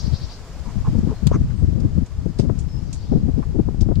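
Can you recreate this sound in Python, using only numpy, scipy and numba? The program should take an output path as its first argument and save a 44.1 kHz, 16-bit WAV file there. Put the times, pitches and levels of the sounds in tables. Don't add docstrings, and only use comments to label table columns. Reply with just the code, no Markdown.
import sys
import numpy as np
from scipy import signal
from scipy.fft import rfft, irfft
from scipy.io import wavfile
from scipy.ndimage import uniform_filter1d, minimum_filter1d
from numba import njit

SR = 44100
rng = np.random.default_rng(int(sys.argv[2]) if len(sys.argv) > 2 else 0)


def wav_record(signal):
    frames = np.transpose(np.atleast_2d(signal))
    bounded = np.clip(frames, -1, 1)
    quanta = np.round(bounded * 32767).astype(np.int16)
    wavfile.write(sys.argv[1], SR, quanta)


N = 176400
T = np.arange(N) / SR


def undb(db):
    return 10 ** (np.asarray(db) / 20)


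def unit(x):
    return x / np.sqrt(np.mean(x ** 2) + 1e-20)


def over_time(points):
    return np.interp(T, *np.array(points).T)


def on_bins(points, size):
    hz, value = np.array(points, float).T
    return np.interp(np.log(np.fft.rfftfreq(size, 1 / SR) + 1e-6), np.log(hz), value)


def colour(x, points):
    return irfft(rfft(x) * undb(on_bins(points, x.shape[-1])), x.shape[-1])


def walk(rate_hz, size=N):
    hz = np.fft.rfftfreq(size, 1 / SR)
    return unit(irfft(rfft(rng.standard_normal(size)) / (1 + (hz / rate_hz) ** 4), size))


def pan(db):
    return undb(np.array([[db], [-db]]) / 2)


def add(out, start, x):
    i = int(round(start * SR))
    a, b = max(i, 0), min(i + x.shape[-1], N)
    if b > a:
        out[:, a:b] += x[..., a - i:b - i]


@njit
def resonate(x, hz, width):
    y, band_state, low_state = np.empty(len(x)), 0., 0.
    for i in range(len(x)):
        g, damping = np.tan(np.pi * hz[i] / SR), width / hz[i]
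        band = (band_state + g * (x[i] - low_state)) / (1 + g * (g + damping))
        band_state = 2 * band - band_state
        low_state += 2 * g * band
        y[i] = damping * band
    return y


def ring(x, hz, width_hz):
    centre, width = hz * np.ones(len(x)), float(width_hz)
    return unit(resonate(resonate(x, centre, width), centre, width))


def note(length, from_hz, to_hz, waver, waver_hz):
    u = np.linspace(0, 1, int(length * SR))
    glide = from_hz + (to_hz - from_hz) * u
    hz = glide * (1 + waver * walk(waver_hz, size=65536)[:len(u)])
    return unit(np.sin(np.pi * u) * np.sin(2 * np.pi * np.cumsum(hz) / SR))


def hush():
    # frequency in Hz, relative level in dB.
    spectrum = [(40, 15.5), (200, 1.5), (450, -1), (900, -5.5), (1500, -10.5), (2800, -16.5), (4000, -17.5),
                (5000, -13), (6000, -17.5), (7000, -17.5), (9000, -28.5), (12000, -30.5), (15500, -38.5)]
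    # time in seconds, level in dB.
    level = [(0, -38.5), (.9, -39.5), (1.25, -40.5), (1.45, -42.5), (2.2, -44), (3.1, -44), (4, -46)]
    # frequency in Hz, coherence from 0 to 1.
    likeness = [(100, 1), (700, 0.96), (1400, 0.74), (3000, 0.31), (6000, .02)]
    coherence = on_bins(likeness, N)
    mid = irfft(rfft(rng.standard_normal(N)) * np.sqrt(1 + coherence), N)
    side = irfft(rfft(rng.standard_normal(N)) * np.sqrt(1 - coherence), N)
    air = unit(colour(np.array([mid + side, mid - side]), spectrum)) * undb(.5 * walk(25))
    hiss = colour(rng.standard_normal((2, N)), [(800, -28.5), (3000, 9.0), (6500, -3.5), (13000, -21.0)])
    litter = unit(hiss * undb(6 * walk(160)))
    return (air + undb(-23) * litter) * undb(over_time(level))


def far_birds():
    # start in seconds, relative level in dB.
    trill = [(-.055, -29), (0.02, -39.5), (0.113, -37.5), (0.192, -39), (0.277, -39.5)]
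    # start and length in seconds, first and last pitch in Hz, level in dB.
    whistles = [(1.136, .045, 4050, 4300, -61), (1.547, 0.055, 8690, 7560, -64),
                (2.665, 0.14, 5150, 5270, -59.5)]
    twitter = (2.76, .5)
    off_left, decay_60db_s, echo_gain = pan(10.5), 0.31, undb(1.5)
    direct = np.zeros((2, N))
    for start, db in trill:
        add(direct, start, note(.078, 3750, 5510, waver=.137, waver_hz=870) * undb(db - 7) * pan(1.5))
    for start, length, from_hz, to_hz, db in whistles:
        add(direct, start, note(length, from_hz, to_hz, waver=.014, waver_hz=150) * undb(db) * off_left)
    start, length = twitter
    add(direct, start, note(length, 5700, 4100, waver=.16, waver_hz=247.6) * undb(-61) * off_left)
    garden = rng.standard_normal((2, SR)) * np.exp(-np.log(1000) * T[:SR] / decay_60db_s)
    echo = signal.fftconvolve(direct, unit(garden) / np.sqrt(SR), axes=1)[:, :N]
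    return (direct + echo_gain * echo) / np.hypot(1, echo_gain)


def wind():
    # time in seconds, relative level in dB.
    gusts = [(0.0, -30), (0.17, -30.5), (0.33, -44), (0.85, -24), (0.98, -18.5), (1.18, -29.5),
             (1.26, -19.5), (1.57, -27.5), (1.64, -20.5), (2.04, -24.5), (2.06, -32.5), (2.27, -23.5),
             (2.34, -36.5), (2.38, -24.5), (3.05, -27.5), (3.13, -20.5), (3.51, -25.5), (3.59, -20),
             (3.71, -24.5), (3.92, -21.5), (4.0, -19.5)]
    # time in seconds, weakening of the gust there in dB.
    shelter = [(0, 14), (.12, 32), (.19, 8), (.33, -4.5), (.5, 34), (.86, 5), (.96, 14), (1.1, 6),
               (1.2, 25), (1.35, 2), (1.7, 14.5), (2.3, 13.5), (2.7, 15), (3.2, 11.5), (4, 13)]
    # frequency in Hz, relative level in dB.
    rumble = [(15, -9.5), (35, -0.5), (80, 2), (150, -4.5), (250, -15.5), (400, -29.5), (700, -44.5),
              (1500, -73.5), (6000, -105)]
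    swell_db, flutter_db, brightening, left_rms_db = 2, 2.5, 0.75, -17.5
    left_db = over_time(gusts) - max(db for _, db in gusts)
    right_db = left_db - over_time(shelter) + 0.5
    ports = []
    for gust_db in (left_db, right_db):
        drive_db = gust_db + swell_db * walk(11.3) + flutter_db * walk(35.5)
        upper_db = drive_db + brightening * (drive_db + 8)
        air = unit(colour(rng.standard_normal(N), rumble))
        low = colour(air, [(130, -1.0), (260, -31.0), (520, -57)])
        ports.append(low * undb(drive_db) + (air - low) * undb(upper_db))
    return np.array(ports) / np.std(ports[0]) * undb(left_rms_db)


def eddies():
    # peak time in seconds, relative level in dB, half-length in seconds,
    # upper edge in Hz, left minus right in dB.
    thumps = [(0.045, -17, 0.0065, 127, 27), (0.081, -17.5, 0.0065, 110, 25), (0.131, -15, 0.017, 145, 29),
              (0.246, -26, 0.0094, 125, 25), (0.954, -19.5, 0.01, 265, 20), (0.985, -24, 0.024, 210, 31),
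              (1.077, -25.5, 0.021, 285, 13), (1.273, -12, 0.013, 174, 50), (1.317, -19.5, 0.0045, 407, 29),
              (1.36, -21, 0.019, 243, 9.5), (1.632, -26, 0.013, 330, 23), (1.688, -15.5, 0.016, 167, 13.5),
              (1.79, -23.5, 0.072, 225, 27), (1.852, -17.5, 0.022, 223, 8), (1.98, -16, 0.018, 159, 13.5),
              (2.265, -19, 0.0082, 272, 37), (2.398, -13, 0.0063, 374, 36), (2.403, -13.5, 0.012, 205, 37),
              (2.448, -22, 0.03, 250, 31), (2.499, -23, 0.0056, 563, 32), (2.515, -23.5, 0.032, 235, 30),
              (3.13, -19, 0.018, 327, 30), (3.163, -17, 0.026, 253, 14.5), (3.291, -21, 0.016, 253, 28),
              (3.389, -20.5, 0.026, 282, 28), (3.559, -21.5, 0.017, 259, 33),
              (3.596, -14.5, 0.013, 304, 32), (3.688, -22, 0.007, 426, 28), (3.746, -24, 0.0048, 315, 27),
              (3.89, -20.5, 0.0076, 385, 28), (3.918, -22, 0.013, 410, 27.5)]
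    # multiple of the upper edge, relative level in dB.
    spectrum = [(.12, -20), (.5, 8.5), (1, 2.5), (1.7, -10), (3, -25.5), (6, -48), (20, -77)]
    out, boost_db = np.zeros((2, N)), 7.5
    t = (np.arange(8192) - 4096) / SR
    for peak_time, db, half_length, edge_hz, lean_db in thumps:
        swell = np.exp(-2 * (t / half_length) ** 2)
        for port, side_db in enumerate((min(lean_db, 0), min(-lean_db, 0))):
            puff = colour(rng.standard_normal(len(t)) * swell, [(k * edge_hz, d) for k, d in spectrum])
            puff = unit(puff) * np.sqrt(np.mean(swell ** 2))
            add(out[port:port + 1], peak_time + t[0], puff * undb(db + boost_db + side_db))
    return out


def clucks():
    # start and length in seconds, throat resonance at the start, middle and end in Hz,
    # level in dB, overtone and hiss against the throat in dB.
    calls = [(0.643, 0.082, 1070, 930, 885, -48, -9), (0.836, 0.064, 910, 990, 700, -40.5, -22),
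             (1.067, 0.089, 820, 980, 480, -46.5, -30), (1.307, 0.063, 820, 1120, 1140, -36.5, -10)]
    # start and length in seconds, first and last pitch in Hz, level in dB.
    closing_notes = [(0.869, 0.02, 536, 342, -38.5), (1.109, 0.029, 473, 446, -33.5)]
    pulse_hz, jitter, roughness = 135, .17, 1.3
    out = np.zeros((2, N))
    for start, length, first_hz, mid_hz, last_hz, db, upper_db in calls:
        u = np.linspace(0, 1, int(length * SR))
        wander = walk(120, size=8192)[:len(u)]
        breath = rng.standard_normal(8192)[:len(u)]
        cycles = np.cumsum(pulse_hz * (1 + jitter * wander)) / SR
        pulses = unit(np.diff(np.floor(cycles), prepend=0))
        source = pulses + roughness * unit(breath * np.exp(-(cycles % 1)))
        throat_hz = np.polyval(np.polyfit([0, .5, 1], [first_hz, mid_hz, last_hz], 2), u)
        overtone = ring(source, 2080, width_hz=360)
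        hiss = undb(-1.5) * ring(breath, 6160, width_hz=1100)
        voice = ring(source, throat_hz, width_hz=330) + undb(upper_db) * u * (overtone + hiss)
        add(out, start, unit(voice * np.sin(np.pi * u)) * undb(db))
    for start, length, from_hz, to_hz, db in closing_notes:
        add(out, start, note(length, from_hz, to_hz, waver=.083, waver_hz=200) * undb(db))
    return out


def beak_snap():
    # start in seconds, level in dB.
    contacts = [(1.27, -22), (1.274, -22)]
    # frequency in Hz, relative level in dB.
    spectrum = [(500, -20), (1000, -2), (2600, -5), (4100, 1.5), (5400, -7.5), (7000, -1), (9000, -13.5),
                (15500, -27)]
    click_decay_s, scatter_decay_s, scatter_db = .0012, .011, -17
    out = np.zeros((2, N))
    t = (np.arange(4096) - 512) / SR
    scatter = undb(scatter_db) * np.exp(-abs(t) / scatter_decay_s)
    fade = (t >= 0) * np.hypot(np.exp(-abs(t) / click_decay_s), scatter)
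    for start, db in contacts:
        click = unit(colour(rng.standard_normal((2, len(t))) * fade, spectrum))
        add(out, start + t[0], click * np.sqrt(np.mean(fade ** 2)) * undb(db))
    return out


def pecks_and_short_cluck():
    # start in seconds, level in dB, decay in seconds, centre in Hz, left minus right in dB.
    bursts = [(2.3845, -35, 0.022, 5050, -2.5), (2.585, -45, 0.02, 7040, -2.5),
              (2.9262, -36.5, 0.016, 6600, -1.5), (3.8062, -38, 0.011, 5800, 4),
              (3.9515, -44, 0.0074, 4000, 0), (2.059, -50, 0.01, 6900, 4), (1.8, -46, 0.004, 5900, 4),
              (0.981, -50, 0.012, 6200, 2), (1.5, -44, 0.01, 1500, 3), (3.421, -36, 0.013, 1040, 1)]
    # multiple of the centre, relative level in dB.
    spectrum = [(.1, -33), (.35, -7.5), (.65, -2), (1, 5), (1.4, -6), (2, -12.5), (3.5, -34.5)]
    # frequency in Hz, relative gain in dB.
    roll_off = [(8500, 10.5), (11300, 3.5), (14000, -14)]
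    rise_s, graininess, grain_hz = .005, .42, 900
    out = np.zeros((2, N))
    t = (np.arange(8192) - 512) / SR
    for start, db, decay, centre_hz, pan_db in bursts:
        grain = unit(np.exp(graininess * walk(grain_hz, size=len(t))))
        envelope = np.clip(t / rise_s, 0, 1) * np.exp(-np.maximum(t - rise_s, 0) / decay)
        noise = colour(rng.standard_normal((2, len(t))) * grain * envelope, roll_off)
        burst = unit(colour(noise, [(k * centre_hz, d) for k, d in spectrum]))
        add(out, start + t[0], burst * np.sqrt(np.mean(envelope ** 2)) * undb(db) * pan(pan_db))
    return out


def scene():
    # frequency in Hz, left minus right in dB.
    port_balance = [(1000, -0.5), (2400, -1), (4400, 5), (6000, -2), (8100, -9), (12000, 0.5)]
    left, right = pecks_and_short_cluck() + beak_snap() + clucks() + far_birds() + hush()
    left = colour(left, [(hz, db / 2) for hz, db in port_balance])
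    right = colour(right, [(hz, -db / 2) for hz, db in port_balance])
    return np.array([left, right]) + wind() + eddies()


def record(dry):
    needed_gain = 1 / np.maximum(np.abs(dry), 1)
    held_gain = minimum_filter1d(needed_gain, size=441, axis=1)
    gain = uniform_filter1d(held_gain, size=441, axis=1)
    low_pass = signal.ellip(8, .2, 70, 15700, fs=SR, output="sos")
    return signal.sosfilt(low_pass, dry * gain)


dry = scene()
out = record(dry)
wav_record(out)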